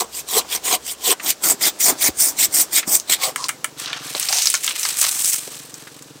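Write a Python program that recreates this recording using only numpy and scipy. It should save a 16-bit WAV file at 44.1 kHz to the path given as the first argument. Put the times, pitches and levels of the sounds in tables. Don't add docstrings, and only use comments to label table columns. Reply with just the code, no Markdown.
import sys
import numpy as np
from scipy import signal
from scipy.io import wavfile
from scipy.ndimage import uniform_filter1d, map_coordinates

SR = 44100
rng = np.random.default_rng(int(sys.argv[2]) if len(sys.argv) > 2 else 0)


def transcribe(signal):
    frames = np.atleast_2d(signal).T
    limited = np.clip(frames, -1, 1)
    pcm = np.round(limited * 32767).astype(np.int16)
    wavfile.write(sys.argv[1], SR, pcm)


N = 273420
TIME = np.arange(N) / SR


def gain_of(db):
    return 10 ** (np.asarray(db) / 20)


def evened(x):
    return x / np.sqrt(np.mean(x ** 2) + 1e-20)


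def add(mix, start_s, sound):
    part = mix[max(round(start_s * SR), 0):][:len(sound)]
    part += sound[:len(part)]


def follow(rows, t):
    times, *columns = np.transpose(rows)
    return [np.interp(t, times, column) for column in columns]


def colour(x, points):
    hz, db = np.transpose(points)
    f = abs(np.fft.fftfreq(4096, 1 / SR))
    level_db = np.interp(np.log(f + 1), np.log(hz + 1), db)
    log_gain = np.log(gain_of(level_db))
    taps = np.fft.ifft(np.exp(np.conj(signal.hilbert(log_gain)))).real
    first_half = taps[:len(taps) // 2]
    return evened(signal.oaconvolve(x, first_half)[:len(x)])


def ring(x, hz, width_hz):
    hz = min(hz, .45 * SR)
    width_hz = min(max(width_hz, 1), SR / 4)
    return signal.lfilter(*signal.iirpeak(hz, hz / width_hz, fs=SR), x)


def body(x, modes, size=1):
    total = 0
    for hz, width_hz, db in modes:
        once = ring(x, hz * size, width_hz)
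        twice = ring(once, hz * size, width_hz)
        total = total + gain_of(db) * evened(twice)
    return evened(total)


def glide(x, hz, width_hz):
    turn = np.exp(2j * np.pi * np.cumsum(hz) / SR)
    r = np.exp(-np.pi * width_hz / SR)
    smoothed = signal.lfilter([1], [1, -2 * r, r * r], x / turn)
    return evened((turn * smoothed).real)


def wander(count, hz):
    knots = np.arange(count) * hz / SR
    values = rng.standard_normal(int(knots[-1]) + 2)
    return evened(map_coordinates(values, [knots], order=1))


def crackle(count, per_s, spread_db):
    draw = rng.random(count) * SR / per_s
    hit = draw < 1
    luck = 2 * draw[hit] - 1
    strength = gain_of(spread_db * np.minimum(-np.log(abs(luck)), 5))
    clicks = np.zeros(count)
    clicks[hit] = np.sign(luck) * strength
    return evened(clicks)


def air():
    # (relative, per Hz)
    breeze_spectrum = [(15, -40), (25, -24), (317, -6), (503, -6.5), (818, -10), (1370, -13), (1560, -13),
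                       (1740, -13), (1940, -18), (4610, -15.5), (5730, -14.5), (8140, -16.5), (9070, -22.5),
                       (16000, -26.5)]
    # time_s, level_db
    breeze_level = [(0, -43), (1.1, -44.5), (2.0, -39), (3.0, -42), (3.6, -45), (4.5, -46.5), (6.2, -48)]
    # time_s, level_db
    drone_level = [(0, -60.5), (1.1, -61.5), (1.2, -87)]
    breeze_db = follow(breeze_level, TIME)[0] + 1.04 * wander(N, 4.08)
    breeze = gain_of(breeze_db) * colour(rng.standard_normal(N), breeze_spectrum)
    drone_hz = 65 + 0.34 * wander(N, 7.7)
    drone = np.sin(2 * np.pi * np.cumsum(drone_hz) / SR)
    return breeze + gain_of(follow(drone_level, TIME)[0]) * evened(drone)


def engine():
    # time_s, firings_per_s, level_db
    running = [(3.18, 22.07, -53.5), (3.635, 22.4, -55), (4.1, 19.7, -47), (4.5, 23.7, -68.5),
               (5.0, 21, -56), (5.58, 23.2, -53), (6.2, 19.96, -49.5)]
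    # pitch_hz, width_hz, level_db (relative)
    exhaust = [(142, 48, 2.5), (284, 83, 4), (450, 71, -0.5)]
    rate, db = follow(running, TIME)
    firings = np.cumsum(rate * (TIME > running[0][0])) / SR
    puffs = np.diff(np.ceil(firings), prepend=0) * gain_of(rng.standard_normal(N))
    breath = .25 * rng.standard_normal(N)
    return gain_of(db) * body(evened(puffs) + breath, exhaust)


def orchard(x, t60_s, wet_db):
    t = np.arange(SR // 2) / SR
    echoes = crackle(len(t), per_s=2500, spread_db=-3.5) * gain_of(-60 * t / t60_s) * (t > .004)
    tail = ring(echoes, 1400, 11000)
    tail = tail / np.linalg.norm(tail)
    return x + gain_of(wet_db) * signal.oaconvolve(x, tail)[:N]


def flicks(per_s, spread_db, lowest_hz, highest_hz, count=8):
    pitches = np.geomspace(lowest_hz, highest_hz, count)
    t = np.arange(SR // 400) / SR
    scrapes = rng.standard_normal((count, len(t))) * np.exp(-t / 0.00042)
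    total = 0
    for hz, scrape in zip(pitches, scrapes):
        train = signal.oaconvolve(crackle(N, per_s / count, spread_db), scrape)[:N]
        total = total + np.sqrt(hz) * evened(ring(train, hz, 0.32 * hz))
    return evened(total)


def fall():
    # time_s, leaf_rustle_db, twig_scrape_db, bough_rubbing_db
    falling = [(3.765, -52, -47, -55), (3.8, -27.5, -30.0, -40.0), (3.865, -43, -32, -38.5),
               (3.9, -61, -33.0, -35), (4.05, -36, -37, -44), (4.3, -24, -26.5, -39),
               (4.47, -22.5, -25.5, -44), (4.61, -31, -36, -61), (4.68, -24, -29, -40),
               (4.77, -36.0, -34, -46.5), (4.81, -20, -28, -42), (4.94, -29, -30.5, -41),
               (5.01, -14.5, -28.0, -37.5), (5.05, -21.5, -21, -30.5), (5.11, -23.0, -32, -40),
               (5.32, -16, -30, -46.5), (5.43, -32, -37, -48.5), (5.75, -45.0, -47, -53),
               (6.2, -54, -53, -60)]
    # (relative, per Hz)
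    leaf_spectrum = [(3000, -47), (4800, -8.5), (6200, 0), (7400, 1.5), (8900, 4), (11000, -7), (12700, -5),
                     (14700, -5), (16000, -12)]
    twig_spectrum = [(1100, -33), (1800, -4), (2450, 2.5), (3600, 1), (5200, 2), (7000, -6), (9100, -11),
                     (15000, -37)]
    bough_spectrum = [(210, -76), (350, -8), (539, -7.5), (752, -1.5), (930, -3.5), (1110, 0.5),
                      (1900, -2.5), (2470, -70), (4180, -120)]
    leaf_db, twig_db, bough_db = follow(falling, TIME)
    clumps = evened(gain_of(2.6 * wander(N, 130)))
    ticks = crackle(N, per_s=350, spread_db=2.9)
    leaves = 1.04 * ticks + flicks(7000, 3.7, 4100, 14700) + .5 * rng.standard_normal(N)
    twigs = 0.4 * ticks + 0.36 * flicks(1800, 3.2, 1470, 7500) + .5 * rng.standard_normal(N)
    bough = 0.33 * ticks + 0.36 * flicks(1000, 0.93, 570, 2150) + 0.41 * rng.standard_normal(N)
    sound = gain_of(leaf_db) * colour(leaves, leaf_spectrum)
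    sound = sound + gain_of(twig_db) * colour(twigs, twig_spectrum)
    sound = sound + gain_of(bough_db) * colour(bough, bough_spectrum)
    return clumps * sound * (TIME > falling[0][0])


def knock(start_s, db, hz):
    t = np.arange(SR // 10) / SR
    blow = rng.standard_normal(len(t)) * np.exp(-t / 0.0083)
    sound = ring(ring(blow, hz, 0.51 * hz), hz, 2.0 * hz)
    return start_s, gain_of(db - 8.0) * sound / abs(sound).max()


def groan(start_s, end_s, db, first_hz, last_hz, width_hz):
    count = max(round((end_s - start_s) * SR), SR // 100)
    slips = crackle(count, per_s=2500, spread_db=-0.7)
    uneven = 1 + .05 * wander(count, 90)
    tone = glide(slips, np.linspace(first_hz, last_hz, count) * uneven, width_hz)
    tone = tone * gain_of(2.5 * wander(count, 200))
    return start_s, gain_of(db) * evened(tone * signal.windows.tukey(count, .6))


def tear():
    # start_s, end_s, level_db (midway)
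    start_s, end_s, db = (3.362, 3.482, -32.5)
    # (relative, per Hz)
    peel_spectrum = [(500, -27), (1200, -6), (2500, -9), (5000, 3), (9000, 1), (11000, -14), (16000, -19)]
    swell_db = 3
    count = round((end_s - start_s) * SR)
    swell = gain_of(db + swell_db * np.linspace(-.5, .5, count)) * signal.windows.tukey(count, .35)
    return start_s, swell * colour(crackle(count, per_s=10000, spread_db=3.0), peel_spectrum)


def snap(start_s, db, hz, knock_db):
    # pitch_hz (before a random change of size), width_hz, level_db (relative)
    snap_wood = [(640, 200, -14), (1050, 170, -7), (1314, 370, 4), (1645, 270, 3), (2160, 630, 5.5),
                 (2800, 760, 2.5)]
    t = np.arange(SR // 12) / SR
    first_fibre = 2 * np.exp(-t / .0004)
    breaking = first_fibre + np.exp(-t / 0.0034) + gain_of(-11.0) * np.exp(-t / 0.02)
    burst = crackle(len(t), per_s=11000, spread_db=-0.2) * breaking
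    splinters = (hz / 8000) ** 2 * 0.62 * evened(ring(burst, 18400, 5000))
    crack = evened(ring(burst, hz, 0.29 * hz)) + splinters
    wood = body(burst, snap_wood, size=rng.uniform(0.92, 1.114))
    sound = crack + gain_of(knock_db + 7) * wood
    return start_s, gain_of(db - 23.5) * evened(sound)


def fibres(length, lowest_hz, highest_hz, count=7):
    pitches = np.geomspace(lowest_hz, highest_hz, count) * rng.uniform(.92, 1.08, count)
    total = 0
    for hz in pitches:
        clicks = crackle(length, per_s=4000, spread_db=1.8)
        bundle = glide(clicks, hz * (1 + .05 * wander(length, 30)), 900)
        total = total + bundle * gain_of(4 * wander(length, 70))
    return evened(total)


def blade_speed(t, bite_s, hold_s, attack_s, release_s):
    return np.interp(t - bite_s, [-attack_s, 0, hold_s, hold_s + release_s], [0, 1, 1, 0])


def teeth(speed, per_s, uneven, release_s, drag):
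    count = len(speed)
    passed = np.cumsum(per_s * speed * np.exp(uneven * wander(count, 400))) / SR
    bites = np.diff(np.floor(passed), prepend=0) * gain_of(5.3 * rng.standard_normal(count))
    force = signal.lfilter([1], [1, -np.exp(-1 / (release_s * SR))], bites)
    force = drag + evened(force)
    return bites, force / np.sqrt(uniform_filter1d(force ** 2, size=800))


def stroke(bite_s, hold_s, attack_s, release_s, hiss_db, rasp_db, limb_db, lean_db, build_db):
    # (relative, per Hz)
    blade_spectrum = [(3600, -58), (4400, -9), (5100, -5.5), (5800, -1.5), (6500, -1.5), (7500, 2),
                      (8600, 3.5), (9600, -1.5), (11100, -8), (12500, -2.5), (13800, 0), (15200, 1),
                      (16000, -17)]
    slot_spectrum = [(900, -16), (1400, -7.5), (1650, -10.5), (1950, -4.5), (2300, -2), (2700, -4.5),
                     (3300, 1.5), (4300, 2.5), (5400, 8), (7000, -8), (11000, -32)]
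    # pitch_hz, width_hz, level_db
    limb_early = [(221, 22, -9.5), (440, 230, 5), (740, 125, 6.5), (1003, 240, 8.5)]
    limb_later = [(183, 24, -3), (343, 170, 8), (707, 410, 9), (940, 830, 8.5)]
    limb_loose = [(560, 140, -6), (750, 260, 0), (1100, 140, -0.5)]
    change_s, loose_s = 1.18, 3.17
    hiss_drop_db, rasp_drop_db, limb_drop_db = 44, 38, 26.5
    rasp_per_pressure = 1.24

    t = np.arange(max(bite_s - attack_s, 0), bite_s + hold_s + release_s, 1 / SR)
    speed = blade_speed(t, bite_s, hold_s, attack_s, release_s)
    slowing = 1 - speed
    travel = np.interp(t - bite_s, [0, hold_s], [-.5, .5])
    hiss_db = hiss_db - hiss_drop_db * slowing + lean_db * travel
    rasp_db = rasp_db - rasp_drop_db * slowing + rasp_per_pressure * lean_db * travel
    limb_db = limb_db - limb_drop_db * slowing + build_db * travel

    bites, force = teeth(.4 + speed, per_s=220, uneven=.5, release_s=0.0055, drag=0.78)
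    tearing = force * crackle(len(t), per_s=16000, spread_db=2.0)
    hiss = colour(tearing + 0.79 * force * fibres(len(t), 5140, 13800), blade_spectrum)
    high_pass = signal.butter(6, 9800, "high", fs=SR, output="sos")
    top = signal.sosfiltfilt(high_pass, hiss)
    hiss = hiss + top * (gain_of(np.clip(0.23 * (hiss_db + 21), -6, 1)) - 1)

    grit = crackle(len(t), per_s=5000, spread_db=0.5) + 1.56 * fibres(len(t), 1625, 4440)
    scraping = force * grit
    slot_hz, slot_width_hz = (3250, 700) if bite_s < change_s else (2145, 370)
    slot = ring(scraping, slot_hz, slot_width_hz)
    rasp = evened(colour(scraping, slot_spectrum) + 0.22 * evened(slot))

    if bite_s < change_s:
        modes = limb_early
    elif bite_s < loose_s:
        modes = limb_later
    else:
        modes = limb_loose
    limb = body(0.75 * evened(bites) + tearing, modes)
    sound = gain_of(hiss_db) * hiss + gain_of(rasp_db) * rasp + gain_of(limb_db) * limb
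    return t[0], sound * signal.windows.tukey(len(t), .04)


def scene():
    # start_s, level_db (relative), pitch_hz (centre)
    knocks = [(.446, -22.5, 748), (1.198, -11, 1900), (1.795, -42, 80), (2.087, -8.5, 320),
              (2.088, -27, 70), (2.829, -12.5, 2050), (2.171, -34, 65), (2.205, -29, 150), (2.478, -33, 85),
              (2.873, -14.5, 231), (4.148, -11.5, 633), (4.852, -19, 1510), (5.477, -18, 390),
              (5.871, -22, 1571)]
    # start_s, end_s,
    # level_db, first_hz, last_hz, width_hz
    groans = [(0.352, 0.405, -25.5, 467, 346, 90), (0.724, 0.77, -27.5, 753, 670, 90),
              (1.068, 1.137, -28.5, 490, 340, 87), (1.43, 1.485, -33.5, 1400, 1460, 200),
              (1.485, 1.564, -36, 514, 294, 110), (1.646, 1.707, -41, 480, 407, 110),
              (1.865, 1.944, -32.5, 400, 300, 110), (3.226, 3.318, -33, 860, 580, 200),
              (3.361, 3.48, -35, 1080, 1140, 259), (4.268, 4.433, -36.5, 726, 830, 250),
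              (4.298, 4.503, -24, 5650, 6200, 2600)]
    # start_s, level_db (relative), pitch_hz (centre), wood_knock_db (relative)
    snaps = [(1.124, -11, 7530, 0), (2.999, -9, 6800, -40), (3.235, -9, 8460, -30),
             (3.36, -4.5, 8340, -5.5), (3.442, -6.5, 5200, -28), (3.485, -8.5, 8550, -15),
             (3.491, -2, 8260, -7.5), (3.644, -2, 8700, -7.5), (3.859, -12, 4030, -34),
             (3.93, -7, 3070, -10), (4.15, -9, 3800, -19), (4.198, -2.5, 9400, -45),
             (4.228, -7.5, 6340, -34), (4.287, -3.5, 5270, -31), (4.327, -2.5, 5470, -18.5),
             (4.385, -3, 5140, -35), (4.457, 0, 6200, -28), (4.471, 4, 5530, -39), (4.501, 0.5, 8700, -52),
             (4.54, 1.5, 6460, -12), (4.552, -3, 5960, -40), (4.644, -3.5, 7240, -26),
             (4.678, -2.5, 3130, -17), (4.708, -9.5, 2860, -21), (4.796, -6.5, 8890, -22),
             (4.831, -5.5, 5770, -38), (4.852, -4.5, 5350, -12), (5.041, -5.5, 6580, -14),
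             (5.34, -6.5, 7850, -19), (5.742, -16.5, 6960, -23), (6.024, -23, 7500, -27)]
    # bite_s (when the teeth bite fully), hold_s, attack_s, release_s,
    # blade_hiss_db, cut_rasp_db, limb_resonance_db,
    # lean_db (pressure gained over the hold), build_db (limb's build-up over the hold)
    strokes = [(0.0, 0.013, 0.02, 0.065, -17.5, -25, -21.5, -4.5, -3.5),
               (0.146, 0.053, 0.098, 0.067, -28.5, -35.5, -49, 4, 6),
               (0.289, 0.1, 0.046, 0.057, -21.0, -26.5, -32.5, 12.0, 20.5),
               (0.524, 0.037, 0.089, 0.055, -21.5, -25.5, -36.5, 0, 6),
               (0.652, 0.1, 0.049, 0.042, -20.0, -25, -30, 3.5, 13.5),
               (0.876, 0.047, 0.11, 0.062, -26, -33, -47.5, 0, 5),
               (1.065, 0.064, 0.108, 0.023, -16.5, -21.5, -29, 1, 8),
               (1.248, 0.06, 0.1, 0.047, -19, -27, -36, 11, -3.5),
               (1.439, 0.078, 0.041, 0.063, -15.0, -27.5, -30.5, 1.5, 2.5),
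               (1.622, 0.061, 0.05, 0.046, -16.0, -21, -32.0, 4, 6.5),
               (1.805, 0.096, 0.03, 0.07, -14.5, -25.5, -32.5, 3.5, 23),
               (2.02, 0.059, 0.077, 0.05, -15.0, -23.0, -33, 1, 6),
               (2.204, 0.086, 0.07, 0.095, -15.0, -31.5, -37.5, -6, 4),
               (2.395, 0.056, 0.059, 0.042, -14, -23.0, -38.5, 2.5, 3),
               (2.546, 0.071, 0.062, 0.074, -14, -28.5, -36, 1.0, 5.0),
               (2.732, 0.053, 0.045, 0.062, -16, -22, -37.5, 6, 3.5),
               (2.878, 0.075, 0.038, 0.079, -17, -35, -35.5, 12, 2.0),
               (3.101, 0.035, 0.045, 0.063, -16, -19, -35.0, 3.5, -2.5),
               (3.237, 0.062, 0.1, 0.066, -24, -28.5, -32, -10.5, -6.5)]
    tree = fall()
    add(tree, *tear())
    for source, table in (knock, knocks), (groan, groans), (snap, snaps), (stroke, strokes):
        for row in table:
            add(tree, *source(*row))
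    return (air() + engine() + orchard(tree, t60_s=0.064, wet_db=-18.5))[None]


def record(dry):
    edge_hz = 16000
    limited = dry / (1 + dry ** 6) ** (1 / 6)
    low_pass = signal.firwin(511, edge_hz, window=("kaiser", 8), fs=SR)
    return signal.oaconvolve(limited, low_pass[None], "same")


dry = scene()
out = record(dry)
transcribe(out)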